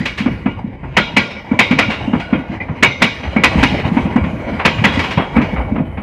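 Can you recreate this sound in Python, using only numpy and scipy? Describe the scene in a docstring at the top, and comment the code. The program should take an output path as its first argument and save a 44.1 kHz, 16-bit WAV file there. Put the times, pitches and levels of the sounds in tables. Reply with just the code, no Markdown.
"""Coaches over rail joints

Steel coaches roll past a few metres from a phone on the ballast. Wheels clack over rail joints,
near ones loud and bright, far ones faint or dull: noise bands rattle and leave a tail, narrow bands
ring as wheel and rail modes. Soft knocks thump over the crossing deck and shake the ground, a few
wheel modes sing on, and rough rail keeps the steel roaring between blows. The loudest blows clip."""
import sys
import numpy as np
from scipy import signal
from scipy.fft import irfft, next_fast_len
from scipy.io import wavfile
from scipy.ndimage import uniform_filter1d

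SR = 44100
rng = np.random.default_rng(int(sys.argv[2]) if len(sys.argv) > 2 else 0)


def to_wav(sig):
    """Store sig (one row per channel, or 1-D mono) as 16-bit WAV at the path in sys.argv[1].

    Samples outside -1..1 are clipped; the rate is SR.
    """
    pcm = np.clip(np.atleast_2d(sig), -1, 1) * 32767
    pcm = np.round(pcm).astype(np.int16)
    wavfile.write(sys.argv[1], SR, pcm.T)  # frames by channels


N = 265878
T = np.arange(N) / SR
STEP = 16  # samples between envelope points
SLOW_RATE = SR / STEP  # envelope points per second
SLOW = T[::STEP]


def undb(db):
    """Amplitude of a level in dB."""
    return 10 ** (np.asarray(db) / 20)


def at(table, hz):
    """Read (Hz, value) points on a log-frequency axis."""
    f, value = np.transpose(table)
    return np.interp(np.log(hz), np.log(f), value)


def blend(rows_db, anchors_hz, hz):
    """Levels given at a few anchor frequencies, read in between."""
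    total = 0
    for row_db, weights in zip(rows_db, np.eye(len(rows_db))):
        total = total + at(list(zip(anchors_hz, weights)), hz) * row_db
    return total


def above(table, anchors_hz, hz):
    """dB of a spectrum at hz over the line through its anchors, each raised by 10 log10(Hz)."""
    line = [(f, at(table, f) + 10 * np.log10(f)) for f in anchors_hz]
    return at(table, hz) - at(line, hz)


def unit(x):
    """Scale to rms 1."""
    return x / np.sqrt(np.mean(x ** 2))


def band(hz, width):
    """Fresh noise in a bell-shaped band with steep skirts, rms 1."""
    size = next_fast_len(N)
    f = np.arange(size // 2 + 1) * SR / size
    near = np.abs(f - hz) < 2 * width
    bell = np.exp(-2 * ((f[near] - hz) / width) ** 2)
    bins = np.zeros(len(f), complex)
    bins[near] = (rng.standard_normal((near.sum(), 2)) @ [1, 1j]) * bell
    return unit(irfft(bins, size)[:N])


def walk(rate):
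    """Random levels held 1 / rate s and slewed twice, at the envelope rate; spread near 1."""
    hold = int(SLOW_RATE / rate)
    levels = np.repeat(rng.standard_normal(len(SLOW) // hold + 1), hold)
    slewed = uniform_filter1d(uniform_filter1d(levels, hold), hold)
    return 1.3 * slewed[:len(SLOW)]


def add(out, s, x, rate=SR):
    """Lay x into out from s seconds on."""
    i = int(s * rate)
    out[i:i + len(x)] += x[:len(out) - i]


def fall(t, t60, rise_s):
    """Quick rise, exponential fall."""
    return (1 - np.exp(-t / rise_s)) ** 2 * np.exp(-np.log(1000) * t / t60)


def knock(hz, swell_s, turn=0.5):
    """A soft blow: the swing builds up for swell_s, then is choked; envelope peak 1."""
    t = T[:SR // 8]
    swell = t / swell_s
    return swell * np.exp((1 - swell ** 2) / 2) * np.sin(2 * np.pi * hz * t + turn)


# The ground shaken under the phone.
# Each row: start in seconds, envelope peak in dB, pitch in Hz.
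BOOMS = [(0.178, -23, 86), (0.559, -21, 98), (0.969, -13, 126), (1.861, -18, 108), (2.073, -23, 119),
         (2.325, -22, 70), (2.479, -23, 71.5), (2.694, -15, 101), (2.873, -15.5, 125), (3.266, -13, 76.6),
         (3.461, -19, 71.5), (3.64, -20, 130), (3.824, -18, 95), (4.019, -13, 78), (4.206, -9.5, 83.5),
         (4.783, -9, 109), (4.97, -12.5, 82), (5.161, -17, 128), (5.359, -14, 72.7), (5.574, -10.5, 62.6),
         (5.703, -21, 94), (5.96, -18.5, 84)]


def ground():
    """Slow heavy swings of the track bed, each building up over 1.3 cycles."""
    out = np.zeros(N)
    for s, db, hz in BOOMS:
        add(out, s, undb(db) * knock(hz, 1.3 / hz, turn=0))
    return out


# Axles on the crossing deck.
# Each row: time in seconds (the knock starts 1 ms before), envelope peak in dB, pitch in Hz.
THUMPS = [(0.004, -8.5, 192), (0.205, -7.5, 210), (0.261, -1, 247), (0.459, -3, 232), (0.643, -10, 210),
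          (0.831, -17.5, 143), (0.977, -6, 182), (1.139, -14, 162), (1.168, -4, 236), (1.515, -1.5, 237),
          (1.593, -6, 233), (1.709, -1, 222), (1.764, -12, 165), (1.791, -6.5, 247), (1.884, -9.5, 220),
          (2.077, -7, 246), (2.134, -1, 230), (2.327, -0.5, 232), (2.394, -16, 285), (2.497, -11.5, 202),
          (2.551, -22, 151), (2.695, -10, 151), (2.825, -6, 234), (3.022, -4.5, 228), (3.363, -1, 226),
          (3.439, -5.5, 255), (3.555, -4.5, 197), (3.63, -4.5, 263), (3.72, -8.5, 175), (3.851, -4.5, 142),
          (3.916, -4.5, 205), (3.968, -1, 242), (4.052, -5.5, 194), (4.158, 1, 234.5), (4.24, -7, 190),
          (4.329, -13, 224), (4.521, -16, 233), (4.654, -3.5, 194), (4.816, -5.5, 179), (4.843, -4.5, 226),
          (4.972, -7.5, 248), (5.174, -1, 155), (5.366, -0.5, 223), (5.384, -1.3, 238), (5.531, -8.5, 204),
          (5.721, -5.5, 232), (5.763, -14.5, 250), (5.78, -8, 228), (5.796, -7, 238), (5.982, -16, 205)]


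def deck():
    """Each axle knocks the deck, which goes on rumbling; a wall sends the knock back."""
    out, tails = np.zeros(N), np.zeros(N)
    for s, db, hz in THUMPS:
        swell_s = 0.006 * (hz / 220) ** 0.35  # low knocks are single blunt swings
        add(out, s - .001, undb(db) * knock(hz, swell_s))
        add(tails, s + 2 * swell_s, undb(db - 10) * fall(T[:SR // 3], 0.21, swell_s / 2))
    lag = int(0.02425 * SR)  # delay of the wall's echo
    out[lag:] += undb(-15) * out[:-lag]
    rumble = band(214.3, 174) + undb(-15.5) * band(544, 250)
    return out + rumble * tails


# One mode of a passing wheel sings on above the rest.
# Each row: start in seconds, pitch in Hz, level in dB, t60 in seconds before the half-second fade.
SINGING = [(1.01, 3260, -23.5, 0.29), (1.301, 5330, -49, .6), (1.62, 2150, -18, 0.29),
           (1.63, 3700, -36, 0.71), (1.82, 2805, -28, 1.3), (2.07, 2860, -40, 2), (2.22, 1454, -35.5, 1.9),
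           (2.6, 2040, -20, 0.14), (2.6, 2390, -24.5, 0.16), (2.86, 2120, -19, 0.55),
           (2.86, 6040, -45.5, 1.1), (3.05, 6040, -54, 1.2), (3.46, 5980, -57, 1.1),
           (4.05, 936, -20.5, 0.22), (4.17, 2270, -29, 0.28), (4.68, 3070, -26, 0.27),
           (4.85, 3330, -23.5, 0.65), (5.17, 3270, -32.5, 0.73), (5.5, 2260, -33.5, 1.5)]


def singing():
    """Each ring is a tight cluster of modes that beats a little, faded out over half a second."""
    out = np.zeros(N)
    t = T[:SR // 2]
    for s, hz, db, t60 in SINGING:
        envelope = fall(t, t60, 0.0011) * np.cos(np.pi * t)
        add(out, s, undb(db) * envelope * band(hz, .05 * hz)[:len(t)])
    return out


def chatter(rate, spread_db, t60):
    """Slack parts of the bogies knock at random, rate times a second; gain on the rolling, rms 1."""
    when, size = rng.random((len(SLOW), 2)).T
    knocks = (when < rate / SLOW_RATE) * undb(-spread_db * np.log(1 - .9 * size))
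    decay = fall(SLOW[:SR // STEP // 4], t60, 0.0023)
    return unit(1 + signal.fftconvolve(knocks, decay)[:len(SLOW)])


# Rolling between blows, as relative levels before spectrum and trim.
# Each row: time in seconds, ground in dB, track in dB, wheel in dB, top hiss in dB.
ROLL = [(0.0, -30, -27, -24.5, -63), (0.3, -26.5, -39, -36.5, -66), (0.6, -33, -39, -43.5, -75),
        (0.868, -28, -39, -43.5, -80), (1.04, -30, -32, -31.5, -69), (1.43, -35.5, -36, -38, -72),
        (1.8, -30, -22.5, -24, -67), (1.97, -27.5, -31.5, -34.5, -67), (2.42, -38.5, -32, -37.5, -69),
        (2.68, -28.5, -30, -38, -75), (3.21, -31.5, -32, -29.5, -66), (3.5, -26.5, -22, -33.5, -63),
        (3.65, -17.5, -21, -21.5, -58), (3.95, -30.5, -28, -31.5, -61), (4.4, -24, -25.5, -35, -64),
        (4.62, -24.5, -24.5, -30, -64), (5.02, -26.5, -23.5, -22.5, -55), (5.17, -30.5, -29, -38, -63),
        (5.44, -27.5, -28.5, -31.5, -62), (5.72, -25, -29.5, -43.5, -70), (6.03, -31, -37, -45.5, -65)]
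# Where ground, track, wheel, rim and hiss levels apply, in Hz.
ROLL_HZ = [70, 700, 2300, 5800, 11000]


def rolling_levels():
    """Rolling levels in dB at ROLL_HZ; the rim's level rises faster than the wheel's."""
    s, *columns = np.transpose(ROLL)
    ground_db, track_db, wheel_db, hiss_db = [np.interp(SLOW, s, c) for c in columns]
    rim_db = -55 + 1.45 * (wheel_db + 33)
    return [ground_db, track_db, wheel_db, rim_db, hiss_db]


# Steel clacks of wheels over rail joints, near ones loud and bright, far ones faint or dull.
# Each row: time in seconds (the blow starts 2 ms before), relative peak in dB near 2.5 kHz,
# dullness in dB, rattle t60 in seconds at 2.5 kHz.
CLACKS = [(0.055, -8, -3.5, 0.11), (0.176, -14, -2.5, 0.24), (0.2583, -15, 10.5, 0.081),
          (0.4593, -11.5, 11.5, .05), (0.832, -27, 17, .08), (0.968, 4, 0.5, 0.1), (1.1665, 5, 0, 0.053),
          (1.306, -21, 0, 0.1), (1.5126, -18.5, 26.5, 0.018), (1.5908, 5.5, -0.5, 0.082),
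          (1.711, -9.5, 2, 0.1), (1.7876, 2.5, 0.5, 0.093), (1.901, -12.5, 0.5, 0.33),
          (2.132, -15, 15, 0.093), (2.198, -16, -1, .11), (2.328, -9, 11, 0.051), (2.603, -21, 5.5, 0.041),
          (2.684, -25, 15, 0.11), (2.827, 5, 0.5, 0.11), (3.0198, 4.5, -1.5, 0.096),
          (3.362, -6.5, 11, 0.032), (3.437, 6, 0, 0.085), (3.6297, 3, -1, 0.066),
          (3.835, -23.5, 13.5, 0.51), (3.9693, -7, 11, .047), (4.055, -22, 11, .068),
          (4.16, -12.5, 15, 0.069), (4.238, -19.5, 6, 0.17), (4.594, -13.5, 8, 0.21), (4.651, 4.5, 0, .1),
          (4.7835, -13, 9, 0.04), (4.8404, 1, 1.5, 0.13), (4.992, -6.5, -2.5, 0.1), (5.038, -15, 1, .24),
          (5.107, -13, -1, 0.21), (5.1734, -12.5, 11, 0.29), (5.365, -12.5, 10.5, 0.21),
          (5.4144, -17, 0.5, .14), (5.56, -18.5, 13, 0.2), (5.594, -35, 25.5, .085),
          (5.7563, -23, 13.5, 0.14), (5.7828, -26, 17, .081), (5.973, -22, 11, 0.14)]
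# Where the low, middle and high clack levels apply, in Hz.
CLACK_HZ = [800, 2300, 6000]


def clack_levels():
    """Clack levels in dB at CLACK_HZ; a dull blow gains bass and loses treble."""
    _, mid_db, dull_db, _ = np.transpose(CLACKS)
    low_db = mid_db - 10.5 + 0.86 * dull_db
    high_db = mid_db - 25.5 - 1.85 * dull_db
    return [low_db, mid_db, high_db]


def blows(db, shapes):
    """Envelope of all clacks in one band."""
    out = np.zeros(len(SLOW))
    for row, gain, shape in zip(CLACKS, undb(db), shapes):
        add(out, row[0] - .002, gain * shape, rate=SLOW_RATE)
    return out


# Spectrum of the rattle. Each row: frequency in Hz, relative density in dB per Hz.
RATTLE = [(350, -3.5), (630, -2), (1000, 0), (1500, -5.5), (2300, -1), (3000, -9.5), (3900, -16),
          (4600, -20.5), (7000, -29), (10000, -39.5), (14000, -49), (14600, -56), (16000, -65.5)]
# Spectrum of the rolling roar. 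Each row: frequency in Hz, relative density in dB per Hz.
ROAR = [(22, -31), (35, -0.5), (70, 3), (185, -1.5), (260, -4.5), (440, -15), (900, -14), (1300, -20),
        (2200, -7.5), (3000, -25), (4500, -41.5), (7500, -47.5), (14000, -52.5), (14600, -74)]
# Tail left by a clack. Each row: frequency in Hz, t60 in seconds.
TAIL_T60 = [(400, 0.2), (1300, 0.19), (2300, 0.22), (5000, 0.63), (8000, 0.19), (13000, 0.56)]
# How much the rolling noise chatters. Each row: frequency in Hz, exponent on the chatter gain.
SLACK_SHARE = [(100, .1), (600, 1.06), (3000, 0.27), (9000, .3)]


def rattle_and_roar(roll_db, clack_db, tail_db, lumps, slack):
    """Third-octave steps of noise: blows rattle and leave a tail, rough rail feeds the same bands."""
    low_db, mid_db, _ = clack_db
    t60s = np.transpose(CLACKS)[3]
    t = SLOW[:SR // STEP]
    # faint blows come from further along the track, smeared by the way
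    rise_s = 0.0029 * undb(-.15 * np.maximum(mid_db, low_db))
    # loose parts hit unevenly, in clusters of a few milliseconds
    clusters, swell = undb(1.18 * walk(250)), walk(2.835)
    out = 0
    for hz in 25 * 2 ** np.arange(0, 9.4, 1 / 3):
        width = hz / 4
        rolling_db = blend(roll_db, ROLL_HZ, hz) + above(ROAR, ROLL_HZ, hz) - 3.0
        rolling_db = rolling_db + swell + lumps + 2.65 * walk(17)
        rolling = undb(rolling_db) * slack ** at(SLACK_SHARE, hz)
        hit_db = blend(clack_db, CLACK_HZ, hz) + above(RATTLE, CLACK_HZ, hz) - 2.0
        hit_db = hit_db + 0.52 * rng.standard_normal(len(CLACKS))
        # the treble of a rattle is over sooner
        rattle = fall(t, t60s[:, None] * (hz / 2500) ** -.2, rise_s[:, None])
        tail_gain = undb(tail_db - 5 - 2.0 * np.log2(max(hz / 5000, 1)))
        tail = tail_gain[:, None] * fall(t, at(TAIL_T60, hz), 0.0048)
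        hits = clusters * blows(hit_db, rattle) + blows(hit_db, tail)
        hits = hits * (hz > 330)  # the deepest bands only roll
        envelope = np.sqrt(width) * np.hypot(rolling, hits)
        out = out + band(hz, width) * np.interp(T, SLOW, envelope)
    return out


# Clusters of close wheel and rail modes.
# Each row: frequency in Hz, width in Hz, relative level in dB, t60 in seconds.
WHEEL = [(533, 170, -9.5, 0.52), (847, 110, -14, 0.21), (943, 110, -7, 0.31), (1122, 110, -15, 0.56),
         (1420, 70, -14.5, 0.48), (1600, 91, -17.5, 0.29), (1987, 130, -8, 0.22), (2160, 78, -11, 0.18),
         (2274, 130, -4, 0.25), (2470, 120, -8.5, 0.3), (2566, 78, -20, 0.54), (2857, 110, -10.5, 0.61),
         (3026, 120, -6.5, 0.13), (3235, 130, -7.5, 0.33), (3743, 310, -9, 0.53), (4080, 180, -7.5, 0.3),
         (4420, 260, -12, 0.16), (4800, 170, -8, 0.3), (5000, 130, -13, 0.33), (5240, 290, -16.5, 0.54),
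         (5980, 350, -7.5, 0.33), (7150, 200, -20, 0.5), (8200, 250, -21.5, 0.5)]


def wheel_and_rail_ring(roll_db, clack_db, tail_db, lumps, slack):
    """Narrow noise bands stand for clusters of modes, rung by clacks and kept going by rolling."""
    t = SLOW[:SR // STEP]
    out = 0
    for hz, width, mode_db, t60 in WHEEL:
        # every wheel shares its blow out differently
        hit_db = blend(clack_db, CLACK_HZ, hz) + tail_db - 4.5
        hit_db = hit_db + 3.36 * rng.standard_normal(len(CLACKS))
        flutter = undb(2.4 * walk(45))
        ring = blows(hit_db, [fall(t, t60, 0.0023)] * len(CLACKS)) * flutter
        # the rolling ring comes and goes
        rolling = undb(blend(roll_db, ROLL_HZ, hz) - 5.5 + 3.7 * walk(12) + lumps) * slack
        envelope = undb(mode_db) * np.hypot(rolling, ring)
        out = out + band(hz, width) * np.interp(T, SLOW, envelope)
    return out


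def steel():
    """Wheels and rail: rattle, roar and ring share their blows, unevenness and chatter."""
    roll_db, clack_db = rolling_levels(), clack_levels()
    tail_db = -8.5 - 0.024 * clack_db[1]  # far, faint blows are wetter
    lumps = 2.0 * walk(40)  # dB
    slack = chatter(rate=30, spread_db=3.4, t60=0.055)
    shared = roll_db, clack_db, tail_db, lumps, slack
    return rattle_and_roar(*shared) + wheel_and_rail_ring(*shared)


def scene():
    """Ground, deck, singing wheels and steel in one channel."""
    return (ground() + deck() + singing() + steel())[None]


def record(dry):
    """The microphone loses the deepest bass; the loudest blows clip near full scale.

    The treble steps down near 14.6 kHz and ends near 15.7 kHz."""
    mic = signal.sosfilt(signal.butter(2, 35, "highpass", fs=SR, output="sos"), dry)
    clipped = np.clip(mic, -.97, .97)
    dull = signal.sosfilt(signal.cheby2(4, 12, 14600, fs=SR, output="sos"), clipped)
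    return signal.sosfilt(signal.ellip(8, .2, 70, 15690, fs=SR, output="sos"), dull)


dry = scene()
out = record(dry)
to_wav(out)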